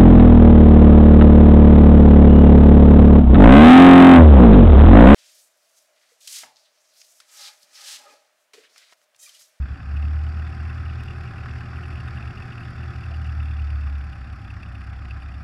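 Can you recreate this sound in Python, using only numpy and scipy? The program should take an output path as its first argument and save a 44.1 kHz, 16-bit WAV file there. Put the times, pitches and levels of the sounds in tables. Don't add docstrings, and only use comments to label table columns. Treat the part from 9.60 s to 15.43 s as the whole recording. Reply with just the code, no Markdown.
import sys
import numpy as np
from scipy import signal
from scipy.fft import rfft, irfft, next_fast_len
from scipy.io import wavfile
from scipy.ndimage import uniform_filter1d

SR = 44100
rng = np.random.default_rng(int(sys.argv[2]) if len(sys.argv) > 2 else 0)


def unload_audio(sound):
    columns = np.transpose(np.atleast_2d(sound))
    steps = np.round(np.clip(columns, -1, 1) * 32767)
    wavfile.write(sys.argv[1], SR, steps.astype(np.int16))


N = 257103
TIME = np.arange(N) / SR


def from_db(db):
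    return 10 ** (np.asarray(db) / 20)


def rms_one(x):
    return x / np.sqrt(np.mean(x ** 2) + 1e-20)


def in_time(rows):
    time_s, *columns = np.transpose(rows)
    return [np.interp(TIME, time_s, column) for column in columns]


def at_hz(points, hz):
    point_hz, db = np.transpose(points)
    return from_db(np.interp(np.log(hz), np.log(point_hz), db))


def colour(x, points):
    size = next_fast_len(N)
    hz = np.maximum(np.arange(size // 2 + 1) * SR / size, 1)
    low_hz, high_hz = points[0][0], points[-1][0]
    ends = np.minimum(1, np.minimum(hz / low_hz, high_hz / hz)) ** 4
    return rms_one(irfft(rfft(x, size) * at_hz(points, hz) * ends, size)[:N])


def drift(turns_per_s):
    pole = np.exp(-80 * np.pi * turns_per_s / SR)
    noise = rng.standard_normal(N // 40 + 2002)
    slow = signal.lfilter([1], [1, -2 * pole, pole * pole], noise)[2000:]
    return np.interp(np.arange(N) / 40, np.arange(len(slow)), rms_one(slow))


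def resonate(x, hz, width_hz):
    edges_hz = np.clip([hz - width_hz / 2, hz + width_hz / 2], 10, .45 * SR)
    return signal.sosfilt(signal.butter(2, edges_hz, "band", fs=SR, output="sos"), x + 1e-18)


def grains(per_s, spread_db):
    size_db = spread_db * np.clip(rng.standard_normal(N), -2, 2)
    signed_sizes = from_db(size_db) * rng.choice([-1, 1], N)
    return rms_one(signed_sizes * (rng.random(N) < per_s / SR))


def bursts(times_s, gains, rise_s, fall_s):
    out = np.zeros(N)
    for time_s, gain in zip(times_s, gains):
        near = slice(max(int((time_s - .02) * SR), 0), max(int((time_s + .06) * SR), 0))
        age_s = TIME[near] - time_s
        out[near] += gain * np.exp(-np.where(age_s < 0, (age_s / rise_s) ** 2, age_s / fall_s))
    return out


# (delay [firing intervals], relative level [dB])
CYLINDERS = [(0.78, 12), (0.86, 11), (0.81, 11.5), (0.82, 10)]


def after_firings(cycles, spread_db, jitter_s, rise_s, fall_s):
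    firing = np.arange(int(cycles[-1] * len(CYLINDERS)))
    delay, db = np.array(CYLINDERS)[firing % len(CYLINDERS)].T
    chance = np.clip(rng.standard_normal((len(firing), 2)), -2, 2)
    due_s = np.interp((firing + delay) / len(CYLINDERS), cycles, TIME)
    times_s = due_s + jitter_s * chance[:, 0]
    gains = from_db(db + spread_db * chance[:, 1])
    return rms_one(bursts(times_s, gains, rise_s, fall_s))


def line(turns):
    return np.sqrt(2) * np.sin(2 * np.pi * (turns + rng.random()))


def strikes(rows, rise_s):
    out, age_s = np.zeros(N + SR), TIME[:SR // 12]
    for time_s, db, hz, width_hz, decay_s in rows:
        swell = np.minimum(age_s / rise_s, 1) * np.exp(-age_s / decay_s)
        ring = rms_one(resonate(rng.standard_normal(len(age_s)) * swell, hz, width_hz))
        start = max(int((time_s - rise_s) * SR), 0)
        out[start:start + len(age_s)] += from_db(db) * np.sqrt(decay_s / age_s[-1]) * ring
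    return out[:N]


IDLE_RPM = 1000


def by_effort(level, rpm, pull):
    idle_db, db_per_100_rpm, db_per_pull = level
    return idle_db + db_per_100_rpm * (rpm - IDLE_RPM) / 100 + db_per_pull * pull


# (time [s], steady level [dB])
BOOM = [(.04, -22.5), (.09, -37.5), (.13, -27.5), (.2, -50), (.28, -26.5), (.47, -22), (.6, -23.5),
        (.98, -31.5), (1.25, -29.5), (1.8, -39), (2.15, -33), (2.7, -41), (3.35, -36), (3.5, -29.5),
        (4, -24.5), (4.35, -26), (4.57, -36), (4.87, -39.5), (5.4, -33.5), (5.83, -36)]
# (time [s], level before waver [dB])
DRONE = [(0, -43.5), (.8, -41.5), (1.2, -36.5), (2.2, -38), (3.4, -38), (4.18, -38), (4.38, -52),
         (4.6, -43), (5.1, -41.5), (5.83, -44)]
# (time [s], lower level [dB], upper level [dB])
THROB = [(0, -55, -49), (.35, -46, -50), (1.1, -49, -54), (1.35, -53, -43), (1.85, -37.5, -50),
         (2.1, -54, -51), (2.32, -38.5, -51), (2.75, -45, -62), (3, -44, -59), (3.25, -41, -58),
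         (3.6, -56, -43), (4.2, -40, -50), (4.65, -42.5, -45), (5.3, -50, -44), (5.83, -55, -39)]
THROB_MULTIPLE = 7.032
UNSTEADY_DB, UNSTEADY_PER_S = -47, 11
DRONE_WAVER_DB, DRONE_WAVER_PER_S = 1.0, 3.0


def exhaust(cycles):
    boom = from_db(in_time(BOOM)[0]) + from_db(UNSTEADY_DB) * drift(UNSTEADY_PER_S)
    drone = from_db(in_time(DRONE)[0] + DRONE_WAVER_DB * drift(DRONE_WAVER_PER_S))
    lower, upper = from_db(in_time(THROB))
    gains = {THROB_MULTIPLE: lower, 8: boom, 9: upper, 12: drone}
    turns = cycles + .08
    return np.sqrt(2) * sum(gain * np.sin(2 * np.pi * k * turns) for k, gain in gains.items())


# (frequency [Hz], relative level [dB])
LOPE = [(12, -10.5), (20, -13.5), (40, -2), (50, -8.5), (64, 2.5), (90, -7.5), (108, 4), (119, 3.5),
        (132, -10), (155, -12), (168, -1.5), (190, -13.5), (250, -16.5), (310, -22.5), (480, -37.5)]


def lope(cycles, cycle_hz, waver, count=47):
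    weak = [k for k in range(2, count) if k not in (7, 8, 9, 12)]
    return sum(at_hz(LOPE, k * cycle_hz) * (1 + waver * drift(2.4)) * line(k * cycles) for k in weak)


# (frequency [Hz], relative density [dB per Hz])
RUMBLE = [(15, -17), (32, -7.5), (52, -14), (72, 8), (100, -1.5), (140, -1.5), (172, -8), (210, -9),
          (268, -10.5), (310, -15.5), (380, -22.5), (490, -27), (800, -26.5)]


def airframe_rumble():
    return colour(rng.standard_normal(N), RUMBLE)


# (frequency [Hz], relative density [dB per Hz])
CLATTER = [(300, -32), (500, -22.5), (600, -11), (720, -11), (830, -9), (890, -20.5), (1050, -6.5),
           (1190, -7), (1270, -1.5), (1580, -3), (1930, -8.5), (2080, -12), (2700, -19), (3200, -33.5)]


def ticks(cycles):
    throb = after_firings(cycles, spread_db=3.5, jitter_s=0.0035, rise_s=0.0032, fall_s=0.0076)
    return colour(grains(per_s=2500, spread_db=0.5) * (1 + 0.3 * throb), CLATTER)


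# (frequency [Hz], relative density [dB per Hz])
VALVE_TRAIN = [(470, -15.5), (590, -5), (680, -6.5), (770, 3), (900, -12), (1280, -8), (1600, -5.5),
               (2000, -8.5)]


def valve_train(cycles, count=1000):
    pattern = rng.standard_normal(count)
    return colour(np.interp(cycles % 1, np.linspace(0, 1, count), pattern), VALVE_TRAIN)


# (frequency [Hz], width [Hz], relative level [dB])
AIRFRAME_MODES = [(346, 32, -23), (715.5, 52, -16), (782, 49, -12), (1248, 80, -12), (2510, 107, -17),
                  (4704, 110, -27), (5345, 180, -24.5)]


def airframe_rings():
    out = np.zeros(N)
    for hz, width_hz, db in AIRFRAME_MODES:
        out += from_db(db) * rms_one(resonate(rng.standard_normal(N), hz, width_hz))
    return out


# (frequency [Hz], relative density [dB per Hz])
HISS = [(1500, -14.5), (2900, 0.5), (3900, -6.5), (4700, 0), (5450, -5), (6200, -14), (7700, -12.5),
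        (9000, -23.5), (10500, -20), (12800, -27), (15000, -36)]


def hiss(cycles):
    puffs = after_firings(cycles, spread_db=3.0, jitter_s=0.003, rise_s=0.004, fall_s=0.005)
    return colour(grains(per_s=12000, spread_db=8.0) * (1 + 0.33 * puffs), HISS)


def clatter(cycles):
    mechanical = from_db(-0.5) * ticks(cycles) + from_db(-11.5) * valve_train(cycles)
    return mechanical + airframe_rings() + from_db(-15) * hiss(cycles)


# (frequency [Hz], width [Hz], relative level [dB])
PANEL_MODES = [(1670, 660, -3), (2360, 200, -7.5), (2590, 190, -5.5), (3490, 260, -11.5), (4680, 420, -13),
               (5470, 770, -17.5), (8000, 1900, -27.5), (10050, 2000, -23), (12500, 600, -41)]


def panels(cycles, buzz_db):
    firings = after_firings(cycles, spread_db=0.0, jitter_s=0.0022, rise_s=0.004, fall_s=0.011)
    shake = from_db(buzz_db - 7.0) * firings
    time_s, db, _, _ = np.transpose(RATTLES)
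    hard = bursts(time_s - 0.0015, from_db(db - 5.0), rise_s=0.0026, fall_s=0.0069)
    out = np.zeros(N)
    for hz, width_hz, level_db in PANEL_MODES:
        own_shake = shake * from_db(3.4 * np.clip(drift(23), -2, 2))
        force = np.hypot(own_shake, hard)
        buzz = resonate(grains(per_s=4100, spread_db=3.5) * force, hz, width_hz)
        out += from_db(level_db) * np.sqrt(SR / 2 / width_hz) * buzz
    return out


# (centre ring frequency [Hz], width [Hz], decay [s],
# level at idle before spread [dB], speed slope [dB per 100 rpm])
TAPS = [(2688, 210, 0.0029, -55.5, 2.5), (3475, 290, .002, -59.5, 0.1)]


def taps(cycles, rpm, delay, weakest_db, strongest_db, scatter_hz):
    firing = np.arange(int(4 * cycles[-1]))
    times_s = np.interp((firing + delay) / 4, cycles, TIME)
    rows = []
    for centre_hz, width_hz, decay_s, idle_db, speed_db in TAPS:
        levels_db = by_effort((idle_db, speed_db, 0), np.interp(times_s, TIME, rpm), 0)
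        for time_s, level_db in zip(times_s, levels_db):
            db = level_db + rng.uniform(weakest_db, strongest_db)
            hz = centre_hz + scatter_hz * rng.uniform(-1.02, 1)
            rows.append((time_s, db, hz, width_hz, decay_s))
    return strikes(rows, rise_s=0.00198)


# (time [s], level [dB], ring frequency [Hz], flurry length [s])
RATTLES = [(0.159, -53, 2680, 0.004), (0.369, -46.5, 2640, 0.015), (0.427, -50, 2610, 0.0066),
           (0.454, -47, 2600, 0.0043), (1.008, -49, 2700, 0.0053), (1.098, -48, 2670, 0.01),
           (1.263, -47, 2640, 0.005), (1.297, -47.5, 2710, 0.0073), (1.403, -48, 2600, 0.013),
           (1.484, -46.5, 2730, 0.01), (1.51, -50, 2730, 0.006), (1.678, -48, 2680, 0.0068),
           (1.784, -49, 2690, 0.007), (1.86, -59, 2740, 0.005), (1.894, -49, 2640, 0.005),
           (2.171, -45.5, 2670, 0.0076), (2.239, -48, 2800, 0.013), (2.257, -47, 2670, 0.004),
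           (2.307, -46, 2560, 0.005), (2.329, -47, 2630, 0.008), (2.357, -46, 2700, 0.0043),
           (2.375, -48, 2640, 0.008), (2.404, -42.5, 2710, 0.0035), (2.479, -48, 2690, 0.011),
           (2.576, -45.5, 2760, 0.0089), (2.628, -45, 2620, 0.005), (2.677, -45, 2670, 0.005),
           (2.708, -51, 2600, 0.0053), (2.776, -45.5, 2680, 0.005), (2.826, -42.5, 2610, 0.0062),
           (2.925, -46, 2800, 0.007), (2.981, -47, 2670, 0.005), (3.036, -48.5, 2820, 0.007),
           (3.053, -50, 2600, 0.0042), (3.208, -49, 2660, 0.0057), (3.233, -45.5, 2640, 0.006),
           (3.439, -48, 2710, 0.01), (3.546, -48, 2800, 0.0095), (3.656, -47, 2670, 0.007),
           (3.695, -48.5, 2660, 0.008), (3.804, -48, 2690, 0.0087), (3.859, -47.5, 2620, 0.005),
           (3.913, -47, 2560, 0.007), (4, -46.5, 2590, 0.0054), (4.106, -44.5, 2550, 0.0044),
           (4.236, -51, 2730, 0.0066), (4.276, -47, 2620, 0.004), (4.533, -48, 2700, 0.006),
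           (4.565, -57, 2560, 0.004), (4.906, -44, 2630, 0.0066), (5.033, -45.5, 2540, 0.0076),
           (5.155, -45, 2670, 0.0039), (5.217, -47.5, 2570, 0.0047), (5.51, -43.5, 2660, 0.012),
           (5.623, -47.5, 2650, 0.0035), (5.742, -49.5, 2670, 0.0031)]


def rattles(width_hz, lead_s):
    out, age_s = np.zeros(N + SR), TIME[:SR // 16] - 1 / 32
    for time_s, db, hz, length_s in RATTLES:
        flurry = rng.standard_normal(len(age_s)) * np.exp(-np.pi * (age_s / length_s) ** 2)
        ring = rms_one(resonate(flurry, hz, width_hz))
        start = max(int((time_s - lead_s + age_s[0]) * SR), 0)
        out[start:start + len(age_s)] += from_db(db) * np.sqrt(length_s / np.ptp(age_s)) * ring
    return out[:N]


# (multiple of the cycle rate, level before fade and waver [dB])
WHINES = [(35, -65), (36, -60.5), (38, -66.5), (41, -64), (46, -73), (47, -75)]


def whines(cycles, cycle_hz, top_hz, fade_db_per_hz):
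    swell = from_db(-fade_db_per_hz * np.maximum(top_hz - cycle_hz, 0))
    return swell * sum(from_db(db) * (1 + 0.43 * drift(2.5)) * line(k * cycles) for k, db in WHINES)


# (time [s], level [dB], ring frequency [Hz], width [Hz], decay [s])
KNOCKS = [(.867, -44, 1590, 1440, .011), (1.858, -36, 1400, 480, 0.0041), (1.956, -42, 1530, 696, 0.0047),
          (2.008, -40.5, 1460, 695, .004), (2.187, -40, 1530, 496, 0.0053), (2.483, -37, 1560, 700, 0.0039),
          (3.505, -46, 710, 210, 0.015), (4.271, -37, 1380, 490, 0.0014),
          (5.333, -46.5, 1600, 1190, 0.0082), (5.455, -44.5, 1700, 1300, 0.0029)]


def knocks():
    return strikes(KNOCKS, rise_s=0.00101)


def click():
    impulse = np.zeros(N)
    impulse[int(1.437 * SR)] = 1
    return from_db(-32.0) * signal.lfilter([1], [1, -.7], impulse)


# (time [s], speed [rpm])
RPM = [(0, 983), (.45, 1108), (.7, 1149), (1, 1179), (1.4, 1187), (1.9, 1204), (2.85, 1204), (3.3, 1183),
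       (3.7, 1137), (4.5, 1036), (4.9, 1003), (5.3, 992), (5.55, 1010), (5.83, 1000)]
# (at idle [dB], speed slope [dB per 100 rpm], pull slope [dB per 100 rpm gained a second])
RUMBLE_LEVEL = (-42.5, 1.65, 0.64)
LOPE_LEVEL = (-53, 0.62, 0.23)
CLATTER_LEVEL = (-49.5, 1.86, 0.13)
BUZZ_LEVEL = (-53.5, 0.4, -0.98)


def scene():
    rpm, = in_time(RPM)
    pull = np.gradient(uniform_filter1d(rpm, SR // 4, mode="nearest")) * SR / 100
    cycle_hz = rpm / 120
    cycles = np.cumsum(cycle_hz) / SR

    uneven = from_db(by_effort(LOPE_LEVEL, rpm, pull)) * lope(cycles, cycle_hz, waver=0.23)
    rumble = from_db(by_effort(RUMBLE_LEVEL, rpm, pull)) * airframe_rumble()
    bay = from_db(by_effort(CLATTER_LEVEL, rpm, pull)) * clatter(cycles)
    loose = panels(cycles, by_effort(BUZZ_LEVEL, rpm, pull))
    loose += taps(cycles, rpm, delay=.82, weakest_db=-9.5, strongest_db=5, scatter_hz=170)
    loose += rattles(width_hz=283, lead_s=0.001488)
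    singing = whines(cycles, cycle_hz, top_hz=9.9, fade_db_per_hz=14.0)
    return (exhaust(cycles) + uneven + rumble + bay + loose + singing + knocks() + click())[None]


STOPBAND_HZ = 15000


def record(dry):
    dry = dry * np.minimum(TIME / .003, 1)
    return signal.sosfilt(signal.cheby2(12, 60, STOPBAND_HZ, fs=SR, output="sos"), dry)


dry = scene()
out = record(dry)
unload_audio(out)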